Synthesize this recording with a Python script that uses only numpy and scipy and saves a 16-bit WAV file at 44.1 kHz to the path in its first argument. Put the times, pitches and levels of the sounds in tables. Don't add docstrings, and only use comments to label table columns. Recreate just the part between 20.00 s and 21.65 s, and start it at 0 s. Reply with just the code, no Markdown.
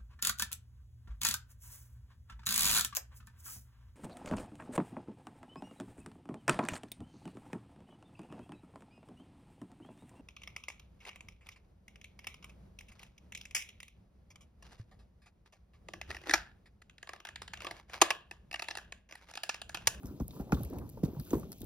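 import sys
import numpy as np
from scipy import signal
from scipy.fft import rfft, irfft
from scipy.io import wavfile
from scipy.ndimage import uniform_filter1d

SR = 44100
rng = np.random.default_rng(int(sys.argv[2]) if len(sys.argv) > 2 else 0)


def waveform_to_disk(signal):
    frames = np.transpose(np.atleast_2d(signal))
    scaled = np.clip(frames, -1, 1) * 32767
    samples = np.round(scaled).astype(np.int16)
    wavfile.write(sys.argv[1], SR, samples)


def attenuation_scalar(level_db):
    decades = np.asarray(level_db, float) / 20
    return 10 ** decades


N = 72765
T = np.arange(N) / SR

# (time [s], trampling level [dB], straw stirring level [dB], drag level [dB])
ACTIVITY_LEVELS = [(0, -66, -81.5, -55.5), (0.061, -51, -75.5, -49.5), (0.148, -62.5, -79.5, -51.5),
                   (0.268, -51.5, -82, -58.5), (0.356, -59, -72, -49), (0.478, -57.5, -81.5, -51.5),
                   (.58, -44.5, -70.5, -44.5), (0.694, -52, -75.5, -49.5), (0.734, -53.5, -75.5, -39),
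                   (0.831, -46, -79.5, -46.5), (0.908, -59.5, -78.5, -55.5), (1.01, -52, -82, -53),
                   (1.134, -54.5, -78, -47.5), (1.27, -60, -70, -55.5), (1.38, -50, -72.5, -41),
                   (1.48, -53, -77, -51.5), (1.571, -66.5, -74.5, -57.5), (1.65, -44, -75, -66)]


def activity_db(column):
    table = np.array(ACTIVITY_LEVELS)
    return np.interp(T, table[:, 0], table[:, column])


def colour(x, points):
    hz, db = np.array(points).T
    bins_hz = np.arange(N // 2 + 1) * SR / N + 1
    gain = attenuation_scalar(np.interp(np.log(bins_hz), np.log(hz), db))
    y = irfft(rfft(x) * gain, N)
    return y / np.sqrt(np.mean(y ** 2))


def band(x, lo_hz, hi_hz):
    return signal.sosfilt(signal.butter(2, [lo_hz, hi_hz], "band", fs=SR, output="sos"), x)


def fade(t, t60):
    return (t > 0) * np.exp(-np.log(1000) * np.maximum(t, 0) / t60)


def grains(rate, spread_db):
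    hits = rng.random(N) < rate / SR
    return hits * rng.standard_normal(N) * attenuation_scalar(spread_db * rng.exponential(size=N))


def patchy(x, lo_hz, rate, patchy_db, count):
    edge = lo_hz * 2 ** (np.arange(count + 1) / 3)
    k = int(SR / rate)
    held = np.repeat(rng.standard_normal((count, N // 200)), k, axis=1)[:, :N]
    smooth = uniform_filter1d(uniform_filter1d(held, k), k)
    gain = attenuation_scalar(patchy_db * smooth)
    return sum((-1) ** i * band(x, edge[i], edge[i + 1]) * g for i, g in enumerate(gain))


def soil(tail):
    # (frequency [Hz], level [dB per Hz])
    soil_spectrum = [(18, -53.5), (30, -7.5), (81, -4.5), (291, -6), (428, -13), (564, -18.5),
                     (1150, -31.5), (1730, -41), (2400, -45), (3120, -65), (5280, -120)]
    loosened = attenuation_scalar(-11.5) * tail
    rumble_env = attenuation_scalar(activity_db(1) + 3.0) + loosened
    drag_env = attenuation_scalar(activity_db(3) - 2.5) + loosened
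    out = []
    for _ in range(2):
        noise = colour(grains(12000, 0.65), soil_spectrum)
        rumble = rumble_env * patchy(noise, 31.58, 25.4, 3.2, count=8)
        drag = drag_env * patchy(noise, 194.2, 54.25, 3.0, count=11)
        out.append(rumble + drag)
    return out


def straw(tail):
    # (frequency [Hz], level [dB per Hz])
    straw_spectrum = [(1500, -38.5), (2400, -3), (5000, -4.5), (8000, -3.5), (11000, -3), (14500, -3.5),
                      (15700, -0.5), (16100, -54)]
    # (time [s], level [dB], low crackle [dB], low crackle pitch [Hz], high crackle [dB])
    snaps = [(0.032, -61, -13, 2260, 8), (0.0568, -27, -28, 5400, -25), (0.0689, -41.5, -20, 5550, -9),
             (0.1992, -58, 3, 5700, -18), (0.237, -57, -39, 2440, -16), (0.2808, -36, -52, 5110, -5),
             (0.308, -39.5, -14.5, 3670, -34), (0.5208, -30, -7.5, 2090, -32),
             (0.5455, -46.5, 1, 3270, -18), (0.6107, -36, -37, 5960, -15), (0.634, -30, -27.5, 3650, -9),
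             (0.649, -28, -25, 2340, -14.5), (0.700, -34.5, -32, 5050, -12),
             (0.7346, -35, -27.5, 2700, -16), (0.7856, -40.5, -11.5, 2380, -5.5),
             (0.8924, -54.5, -7, 4570, 4.5), (1.0304, -50.5, -8, 5050, -27),
             (1.051, -47.5, -5.5, 3880, -10), (1.1983, -37, -13.5, 4560, -3.5),
             (1.3062, -31.5, -14.5, 6350, -31), (1.3304, -57, -21, 3640, 9),
             (1.5194, -34.5, -14, 4560, -6.5), (1.5286, -32, -21, 4770, -14),
             (1.6173, -27.5, -28, 3540, -8)]
    # (time [s], level [dB])
    ticks = [(0.018, -64), (0.06, -32), (0.074, -38), (0.083, -38), (0.1216, -57), (0.1496, -58),
             (0.21, -44), (0.396, -48), (0.415, -49), (0.6274, -40), (0.638, -39), (0.643, -31),
             (0.6525, -34), (0.658, -35), (0.6724, -36), (0.681, -47), (0.7976, -37.5), (0.8846, -47),
             (0.8984, -26.5), (0.9443, -59), (1.071, -41), (1.1358, -48), (1.211, -31), (1.222, -36),
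             (1.2507, -27.5), (1.2702, -31), (1.299, -62), (1.3094, -31), (1.3573, -34), (1.371, -34),
             (1.383, -27.5), (1.398, -23.5), (1.442, -46), (1.583, -31), (1.6062, -29), (1.6444, -25)]
    snap_t60_s, snap_db = 0.022, 6

    high_env = np.zeros(N)
    for s, db, _, _, high_db in snaps:
        high_env += attenuation_scalar(db + high_db + snap_db + 2.5) * fade(T - s, 0.21 * snap_t60_s)
    for s, db in ticks:
        high_env += attenuation_scalar(db - 15.5) * fade(T - s, 0.0082)

    spray = attenuation_scalar(-30) * tail * (T % 0.011 < 0.007)
    rustle_env = attenuation_scalar(activity_db(2) + 7.0) + spray
    out = []
    for _ in range(2):
        low_noise, high_noise = rng.standard_normal((2, N))
        rustle = colour(grains(9000, 0.35), straw_spectrum)
        x = rustle_env * patchy(rustle, 1757.0, 36.18, 3.3, count=10)
        x += 1.22 * band(high_env * high_noise, 8270, 13700)
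        for s, db, low_db, hz, _ in snaps:
            burst = attenuation_scalar(db + low_db + snap_db) * fade(T - s, 1.29 * snap_t60_s) * low_noise
            x += 1.52 * band(burst, hz / 1.13, hz * 1.174)
            x += 0.7 * band(burst, 670, 9300)
        out.append(x)
    return out


def crunch():
    # (time [s], level [dB], t60 [s], pitch [Hz])
    crunches = [(0.023, -50, 0.14, 720), (0.072, -55, 0.33, 1170), (0.2045, -32, 0.024, 800),
                (0.281, -38.5, 0.044, 600), (0.331, -50.5, 0.13, 1000), (0.358, -51.5, 0.23, 1030),
                (0.397, -34.5, 0.13, 664), (0.47, -36, .04, 594), (0.492, -40.5, 0.18, 706),
                (0.568, -38, 0.084, 1000), (0.602, -34.5, 0.044, 653), (0.632, -41, 0.032, 1130),
                (0.708, -67, 0.035, 543), (0.728, -44, 0.44, 793), (0.809, -48, 0.16, 1000),
                (0.973, -43.5, 0.097, 726), (1.081, -45, .05, 705), (1.163, -44.5, 0.1, 820),
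                (1.198, -49.5, 0.044, 1000), (1.261, -56.5, 0.21, 1200), (1.331, -29, 0.078, 910),
                (1.35, -46, .08, 720), (1.431, -48.5, .03, 700), (1.38, -45, 0.03, 700),
                (1.634, -58, 0.046, 705)]
    grit = grains(4600, 2.43)
    out = np.zeros(N)
    for s, db, t60, hz in crunches:
        env = (1 - fade(T - s, 0.011)) * fade(T - s, t60)
        out += band(attenuation_scalar(db + 16) * env * grit, hz / 1.15, hz * 1.26)
    return out


def wave(t, front_hz, hz, peak):
    fall_s = 0.003553
    u = np.clip(t, 0, 12 * peak)
    turns = hz * u + (front_hz - hz) * fall_s * (1 - np.exp(-u / fall_s))
    swell = (u / peak * np.exp(1 - u / peak)) ** 3.28
    return swell * np.sin(2 * np.pi * turns)


def hoof_knock(t, grit):
    # (frequency [Hz], level [dB], t60 [s])
    knock_modes = [(837, 3, 0.019), (1197, -3.5, 0.031), (1397, -4.5, 0.038), (2494, -12.5, 0.043)]
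    late = t - 0.0012
    ring = sum(attenuation_scalar(db) * np.sin(2 * np.pi * hz * late) * fade(late, t60) for hz, db, t60 in knock_modes)
    return ring / 2 + 1.34 * grit * (1 - fade(t, 0.015)) * fade(t, 0.085)


def hooves():
    # (time [s], level [dB], pitch the thud settles on [Hz], knock level [dB], boom level [dB])
    stamps = [(0.033, -44, 101.5, -2.5, 7), (0.201, -28.5, 96, -16.5, 1), (0.3964, -30, 139, -18, -7.5),
              (.522, -29, 98.6, 9.5, -21), (0.5246, -19, 99, -38, -6.5), (0.599, -37, 133, -13.5, -2),
              (0.704, -44.5, 263, -37, -9), (0.939, -47.5, 91, -38, -15), (0.971, -44, 393, -18, -18),
              (1.032, -17.5, 98, -45, -37), (1.052, -34, 213, -50, -23), (1.08, -37, 178, -26, -18),
              (1.311, -34, 194, -13.5, -10), (1.330, -19.5, 187, -18, -12), (1.43, -44, 163, -3.5, -23),
              (1.608, -41, 163, -49, -30), (1.629, -38, 247, -21, -23)]
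    # (time [s], level [dB], pitch [Hz])
    scuffs = [(0.081, -41.5, 77), (0.112, -35.5, 271), (0.047, -38.5, 245), (0.079, -47.5, 390),
              (.126, -41, 296), (0.136, -41.5, 134), (0.148, -43, 270), (0.16, -54, 197),
              (.204, -38.5, 576), (0.219, -28, 250), (0.358, -40.5, 153), (.461, -55, 59),
              (0.506, -45, 252), (0.538, -50, 218.5), (0.552, -30, 237), (0.581, -32, 128),
              (0.615, -29, 124), (0.648, -33, 70.7), (0.734, -35.5, 281), (.764, -36, 81),
              (.793, -39.5, 65.6), (.778, -46, 242), (0.814, -47, 300), (0.834, -40.5, 232),
              (0.662, -54, 285), (0.944, -46.5, 306), (0.851, -43, 108), (0.898, -49, 83),
              (1.136, -37, 330), (1.169, -33.5, 143), (1.436, -44, 1105), (.978, -46.5, 780),
              (1.153, -52, 1200), (1.208, -36.5, 213), (1.19, -30.5, 141.2), (1.191, -42.5, 55.3),
              (1.34, -36, 327), (1.348, -32, 294), (1.3559, -24, 335), (0.406, -51, 188), (0.706, -49, 302),
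              (.751, -46, 335), (1.362, -31, 147), (1.372, -30.5, 363), (1.396, -49, 181),
              (1.447, -45.5, 313), (1.472, -44, 250), (1.493, -40, 194), (1.505, -46.5, 313)]
    front_hz, thud_peak_s = 1000, 0.0073
    boom_hz, boom_late_s, boom_peak_s = 68.4, 0.0068, 0.013

    out, tail = np.zeros(N), np.zeros(N)
    grit = band(grains(9000, 1.0), 1040, 1530)
    for s, db, hz, knock_db, boom_db in stamps:
        t = T - s
        hardness = min(attenuation_scalar(0.2 * (db + 17.0)), 1)
        thud = wave(t, hz + (front_hz - hz) * hardness, hz, thud_peak_s * (105 / hz) ** 0.31)
        boom = wave(t - boom_late_s, 0.56 * boom_hz, boom_hz, boom_peak_s)
        out += attenuation_scalar(db) * (thud - attenuation_scalar(knock_db) * hoof_knock(t, grit) + attenuation_scalar(boom_db) * boom)
        tail += attenuation_scalar(db) * (1 - fade(t, 0.031)) * fade(t, 0.099)
    for s, db, hz in scuffs:
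        out += attenuation_scalar(db) * wave(T - s + 0.004335, 1.14 * hz, hz, 1.32 / hz)
    return out, tail


def ports(x, other, apart):
    # (frequency [Hz], lead of the left channel [rad])
    stereo_phase = [(0, 0), (600, -.55), (1200, -.9), (2400, -2.2), (2900, -2.1), (3700, -1.5), (4900, -1.7),
                    (6500, -2.1), (7400, -3.1), (9700, -3.1), (11600, -1.1), (13000, -.1), (14600, .1),
                    (15600, .7)]
    hz, lead = np.array(stereo_phase).T
    bins_hz = np.arange(N + 1) * SR / N / 2
    turned = rfft(x, 2 * N) * np.exp(1j * np.interp(bins_hz, hz, lead))
    left = irfft(turned)[:N]
    return np.array([left + apart * other, x - 0.12 * apart * other])


def scene():
    hits, tail = hooves()
    hits = hits + crunch()
    rumble, other_rumble = soil(tail)
    stalks, other_stalks = straw(tail)
    ground_apart = other_rumble + 0.25 * np.roll(hits, 90)
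    straw_apart = band(other_stalks, 840, 8000) + 0.61 * other_stalks
    return ports(hits + rumble, ground_apart, 0.49) + ports(stalks, straw_apart, 0.44)


def band_limit(x):
    return signal.sosfilt(signal.butter(12, 17070, fs=SR, output="sos"), x)


def record(dry):
    x = signal.sosfilt(signal.butter(2, 35, "high", fs=SR, output="sos"), dry)
    x = signal.sosfilt(signal.ellip(6, 0.3, 45, 16350, fs=SR, output="sos"), x)
    return band_limit(x)


dry = scene()
out = record(dry)
waveform_to_disk(out)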